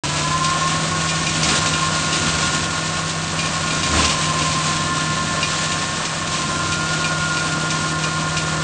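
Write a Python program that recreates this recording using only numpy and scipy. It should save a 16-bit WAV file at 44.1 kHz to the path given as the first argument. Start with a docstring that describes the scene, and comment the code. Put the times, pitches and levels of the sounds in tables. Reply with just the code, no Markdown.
"""A tractor mowing weeds

A diesel tractor pulls a flail mower (a spinning rotor with swinging blades) through an open field. The engine
drones, the rotor hums, and the gears whine and throb with each turn of the drive shaft. The flails shred stalks
in a crackling hiss and thud into thick clumps, and steel knocks about three times a second as the rear roller
turns."""
import sys
import numpy as np
from scipy import signal
from scipy.fft import rfft, irfft, next_fast_len
from scipy.io import wavfile
from scipy.ndimage import uniform_filter1d

SR = 44100
rng = np.random.default_rng(int(sys.argv[2]) if len(sys.argv) > 2 else 0)


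def transcribe(u):
    """Save the signal u as a 16-bit wav file named by the first command-line argument.

    u: samples, shape (n,) or (channels, n), limited to [-1, 1]; the rate is SR.
    q: integer samples, one column per channel.
    """
    v = np.clip(np.atleast_2d(u).T, -1, 1)
    q = np.round(v * 32767).astype(np.int16)
    wavfile.write(sys.argv[1], SR, q)


N = 380583

# Drive speed, sagging as the flails bite. Each row: time in seconds, gear teeth meeting per second.
DRIVE_SPEED = [(0.05, 329.2), (0.45, 350.76), (0.89, 361.5), (1.25, 361), (1.7, 352.4), (2.08, 356.4),
               (2.7, 355.8), (3.21, 360.8), (3.85, 356), (4.02, 348.8), (4.92, 352), (5.66, 353.2),
               (6.06, 360.11), (6.54, 348.6), (6.99, 356.2), (7.54, 354), (8.62, 353.8)]
# How thick the weeds stand. Each row: time in seconds, relative hiss level in dB.
WEED_THICKNESS = [(0.05, -26), (1.15, -26), (1.58, -22.5), (1.77, -25), (2.53, -24), (2.84, -27),
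                  (3.34, -28.5), (4.03, -24), (5.28, -27), (5.59, -25), (5.92, -27.5), (7.74, -27.5),
                  (8.07, -29.5), (8.62, -28)]
# The engine's drone. Each row: time in seconds, relative level in dB.
DRONE_LEVEL = [(0.1, -28), (0.97, -28), (2.7, -30.5), (3.63, -31), (4.05, -32.5), (4.38, -27),
               (5.83, -33.5), (7.01, -29), (7.39, -29.5), (8.6, -27)]
# Engine and rotor tones. Each row: multiple of that shaft's turning rate, relative level in dB.
ENGINE_TONES = [(2, -13.5), (4, 0.5), (5, -17.5), (6, -19), (7, -22.5), (8, -11.5), (9, -15.5), (12, -22.5),
                (13, -18), (15, -19), (16, -22), (18, -14), (19, -17.5), (24, -20), (25, -17), (30, -29)]
ROTOR_TONES = [(1, -50.5), (2, -39.5), (3, -46.5), (4, -43), (6, -53), (8, -51)]
# Gearbox resonances. Each row: multiple of the tooth rate, centre in Hz, width in Hz, level in dB,
# depth of the throb.
GEAR_RESONANCES = [(3, 1043.6, 54.4, -26.5, 0.93), (4, 1418, 53, -31, 0.29), (5, 1760, 300, -37.6, 0.52)]
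# Slow swells of the whine. Each row: time in seconds, then a boost in dB for each of the three tones.
WHINE_SWELLS = [(0.05, 0.5, 1, 3), (0.54, 4.5, -1, 1.5), (1.44, -3.5, -3.5, 0.5), (1.92, 0, 1, -1),
                (3.32, -4, -3.5, -2), (3.68, -1.5, 0, -0.5), (4.54, 1.0, -10, -4.5), (4.86, 0, 0.0, 2.5),
                (6.24, -2.5, -8, 0.5), (6.68, -2.5, 3.5, -2.5), (8.62, -3.5, 0, -2.5)]
# Thick clumps. Each row: peak time in seconds, half length in seconds, boom, thud and crunch in dB.
CLUMP_HITS = [(1.54, 0.067, -39, -23.5, -27.5), (2.16, 0.048, -36, -34, -25), (2.347, .12, -37, -36, -33),
              (4.019, 0.088, -24, -20.5, -19.5)]
# Knocks on steel. Each row: start in seconds, crack level in dB, relative ring level in dB.
STEEL_KNOCKS = [(0.4433, -17, -33), (1.0926, -23, -27), (1.2667, -25, -26), (1.43, -15, -35),
                (1.486, -17, -26), (1.5527, -17, -36), (1.659, -19, -32), (1.735, -25, -25),
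                (2.1272, -19.5, -40), (3.389, -23, -23.5), (3.455, -23, -31), (3.7055, -25, -28),
                (3.8311, -20, -27), (4.0439, -18, -28), (4.0953, -19, -34), (4.4173, -25, -28),
                (5.4279, -23, -23.5), (5.7166, -24, -30), (6.0504, -20, -31), (6.72, -22, -32.5),
                (7.0426, -27, -25.5), (7.368, -25, -28), (7.7022, -19, -33), (8.0363, -24, -25.5),
                (8.367, -19.5, -29)]
# The steel's ringing tones. Each row: pitch in Hz, relative level in dB, seconds to fade by 60 dB.
STEEL_TONES = [(2425, 0, 0.24), (2455, -13, .12), (2820, 2.5, .08), (3770, -5, 0.13), (4270, -9.5, 0.043),
               (4710, -4.5, 0.11), (5700, -9, .06)]
# The tone colours of four noises. Each row: frequency in Hz, relative level in dB.
RUMBLE_SPECTRUM = [(20, -21), (55, -15), (78, -2.5), (105, -1.5), (140, -1), (200, 0), (270, -1),
                   (330, -4.5), (420, -13), (700, -24)]
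HOOD_SPECTRUM = [(250, -17.5), (420, -7), (560, 0.5), (720, -1.5), (850, -5), (1080, 1.5), (1300, -1.5),
                 (1650, -4), (1950, -9), (3000, -11.5), (9000, -16.5)]
THUD_SPECTRUM = [(25, -26), (55, -12), (78, -5), (110, -10), (160, -7), (280, -5), (450, -11.5),
                 (1000, -14), (1600, -13), (4000, -34.5)]
SHRED_SPECTRUM = [(500, -13), (1200, -6.5), (2000, -3.5), (2500, 0), (2900, 0), (3400, -1), (4000, 0),
                  (5200, -3.5), (7200, -2), (8200, -5.5), (9000, -10.5)]

GEAR_TEETH, TEETH_PER_CRANK_TURN, TEETH_PER_ROTOR_TURN = 36, 9, 7.605
USUAL_HISS_DB = -25.5  # ordinary weeds; the "load" is how many dB the hiss lies above this
T = np.arange(N) / SR


def gain(db):
    """Turn decibels into a multiplier."""
    return 10 ** (np.asarray(db) / 20)


def unit(x):
    """Scale a signal to an average (rms) level of 1."""
    return x / np.sqrt(np.mean(x ** 2))


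def curves(table):
    """Join a table's points in time with straight lines, one curve for each value column."""
    times, *columns = np.transpose(table)
    return [np.interp(T, times, column) for column in columns]


def wobble(rate):
    """A smooth random wiggle of size 1 that heads for a new value `rate` times a second."""
    step = max(int(SR / rate), 1)
    held = np.repeat(rng.standard_normal(N // step + 1), step)
    return unit(uniform_filter1d(uniform_filter1d(held, step), step)[:N])


def colour(x, spectrum):
    """Give a signal the tone colour of a spectrum table, at level 1."""
    hz, db = np.transpose(spectrum)
    size = next_fast_len(N)
    bin_hz = np.maximum(np.arange(size // 2 + 1) * SR / size, 1)
    shape = gain(np.interp(np.log(bin_hz), np.log(hz), db))
    return unit(irfft(rfft(x, size) * shape, size)[:N])


def bursts(clicks, fade_s):
    """Turn each click into a quickly fading burst of noise."""
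    energy = signal.lfilter([1], [1, -np.exp(-1 / (fade_s * SR))], clicks ** 2)
    return np.sqrt(energy) * rng.standard_normal(N)


def shaft_hum(angle, tones, wander):
    """A turning shaft hums at multiples of its rate, each a little unsteady in level and phase."""
    hum = 0
    for multiple, db in tones:
        level = np.sqrt(2) * gain(db + wobble(14))
        hum += level * np.sin(round(multiple) * angle + wander * wobble(9) + rng.uniform(0, 2 * np.pi))
    return hum


def engine(crank, load_db):
    """The diesel drones over a rumble that puffs with each firing and grows with the load."""
    drone_db, = curves(DRONE_LEVEL)
    drone = shaft_hum(crank, ENGINE_TONES, wander=0.083) * gain(drone_db + 0.5)
    puffs = (1 + 0.36 * np.cos(2 * crank)) * rng.standard_normal(N)  # two firings a turn
    rumble_db = -30.5 + 0.57 * load_db + 1.1 * wobble(10) + 0.77 * wobble(3)
    return drone + colour(puffs, RUMBLE_SPECTRUM) * gain(rumble_db)


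def gears(tooth_angle, tooth_hz):
    """Gear teeth whine; each tone swells as the speed carries it through a gearbox resonance."""
    shaft = tooth_angle / GEAR_TEETH + 1.9
    # An off-centre gear and the shaft's universal joint ease the push on the teeth within each turn.
    slack = 0.37 * np.cos(shaft) + 0.33 * np.cos(2 * shaft) + 0.22 * np.cos(3 * shaft + wobble(3))
    slack = slack * (1.17 + .3 * wobble(7)) + 0.19 * wobble(60)
    uneven_angle = tooth_angle - 0.19 * slack + 0.062 * wobble(60)
    whine = 0
    for (multiple, hz, width_hz, db, throb), swell_db in zip(GEAR_RESONANCES, curves(WHINE_SWELLS)):
        resonance = 1 / np.hypot(1, 2 * (round(multiple) * tooth_hz - hz) / width_hz)
        level = unit(1 - throb * slack) * gain(db + swell_db + 1.3 * wobble(60) + 1.2 * wobble(10))
        whine += resonance * level * np.sqrt(2) * np.sin(round(multiple) * uneven_angle)
    return whine


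def hood(rotor, load_db):
    """Air and plant bits churn under the steel hood, pulsing with the rotor, louder in thick weeds."""
    churn = rng.standard_normal(N) * (1 + 0.19 * np.cos(2 * rotor))
    flutter = gain(1.16 * wobble(60) + 0.61 * wobble(12))
    return colour(churn * flutter, HOOD_SPECTRUM) * gain(-27 + 0.46 * load_db)


def stems(hiss_db):
    """Woody stems crack now and then, more often in thick weeds."""
    cracks_per_s = 22 * gain(hiss_db - USUAL_HISS_DB) ** 2
    cracks = (rng.random(N) < cracks_per_s / SR) * gain(9.5 * rng.random(N))
    return colour(bursts(cracks, fade_s=.004), SHRED_SPECTRUM) * gain(hiss_db - 10)


def clumps(boom_hz, lead_s):
    """Each clump thuds into the hood and makes it boom, then crunches as it is torn up."""
    peak_s, half_s, boom_db, thud_db, crunch_db = np.transpose(CLUMP_HITS)[:, :, None]

    def swell(db, early_s):
        return np.sum(gain(db) * np.exp(-((T - peak_s + early_s) / half_s) ** 2), axis=0)

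    boom = np.sqrt(2) * np.sin(2 * np.pi * boom_hz * T + .3 * wobble(20)) * gain(1.5 * wobble(30))
    thud = colour(rng.standard_normal(N), THUD_SPECTRUM)
    crunch = colour(rng.standard_normal(N) * gain(1.6 * wobble(150)), SHRED_SPECTRUM)
    return boom * swell(boom_db, lead_s) + thud * swell(thud_db, lead_s) + crunch * swell(crunch_db, 0)


def knocks(crack_s, rise_s, rattle_depth):
    """Steel, struck at a different spot each time, gives a gritty crack and a rattling ring."""
    out = np.zeros(N + SR)
    t = np.arange(SR // 3) / SR
    hz, tone_db, fade_s = np.transpose(STEEL_TONES)[:, :, None]
    bright = signal.butter(2, [2300, 7000], "bandpass", fs=SR, output="sos")
    for start_s, crack_db, ring_db in STEEL_KNOCKS:
        grit = unit(signal.sosfilt(bright, rng.standard_normal(len(t))))
        crack = grit * gain(crack_db - 60 * t / crack_s)
        spot, detune, phase = rng.standard_normal((3, len(STEEL_TONES), 1))
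        tones = gain(tone_db + 2 * spot) * np.sin(2 * np.pi * (hz * (1 + .002 * detune) * t + phase))
        ring = np.sum(tones * gain(-60 * t / fade_s), axis=0) * gain(ring_db + 2.5)
        rattle = 1 + rattle_depth * unit(uniform_filter1d(rng.standard_normal(len(t)), size=120))
        start = int(start_s * SR)
        out[start:start + len(t)] += (crack + ring * rattle) * (1 - np.exp(-t / rise_s))
    return out[:N]


def shredding(hiss_db, snaps_per_s):
    """Flails snap stalks: a dense crackle, big and small, over the hiss of flying plant bits."""
    sizes = gain(3 * np.minimum(rng.exponential(size=N), 4))
    snaps = (rng.random(N) < snaps_per_s / SR) * sizes
    crackle = unit(bursts(snaps, fade_s=.0008)) * gain(-6.5)
    hiss = rng.standard_normal(N) * gain(1.32 * wobble(35))
    return colour(hiss + crackle, SHRED_SPECTRUM) * gain(hiss_db + 1.19)


def scene():
    """Engine, gears and rotor share one speed; thicker weeds raise hiss, roar and rumble together."""
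    tooth_hz, = curves(DRIVE_SPEED)
    hiss_db, = curves(WEED_THICKNESS)
    load_db = hiss_db - USUAL_HISS_DB
    tooth_angle = 2 * np.pi * np.cumsum(tooth_hz) / SR  # one full cycle for each tooth
    crank, rotor = tooth_angle / TEETH_PER_CRANK_TURN, tooth_angle / TEETH_PER_ROTOR_TURN
    mix = engine(crank, load_db) + gears(tooth_angle, tooth_hz)
    mix += shaft_hum(rotor, ROTOR_TONES, wander=0.18) + hood(rotor, load_db)
    mix += shredding(hiss_db + 0.26 * wobble(12), snaps_per_s=700) + stems(hiss_db)
    mix += clumps(boom_hz=78, lead_s=0.027)
    mix += knocks(crack_s=0.15, rise_s=0.00095, rattle_depth=0.34)
    return mix[None]


def record(dry):
    """The sound starts after a moment of silence, and treble above 9000 Hz is cut steeply."""
    treble_cut = signal.ellip(12, .2, 80, 9000, fs=SR, output="sos")
    return signal.sosfilt(treble_cut, dry * (T >= .036))


dry = scene()
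out = record(dry)
transcribe(out)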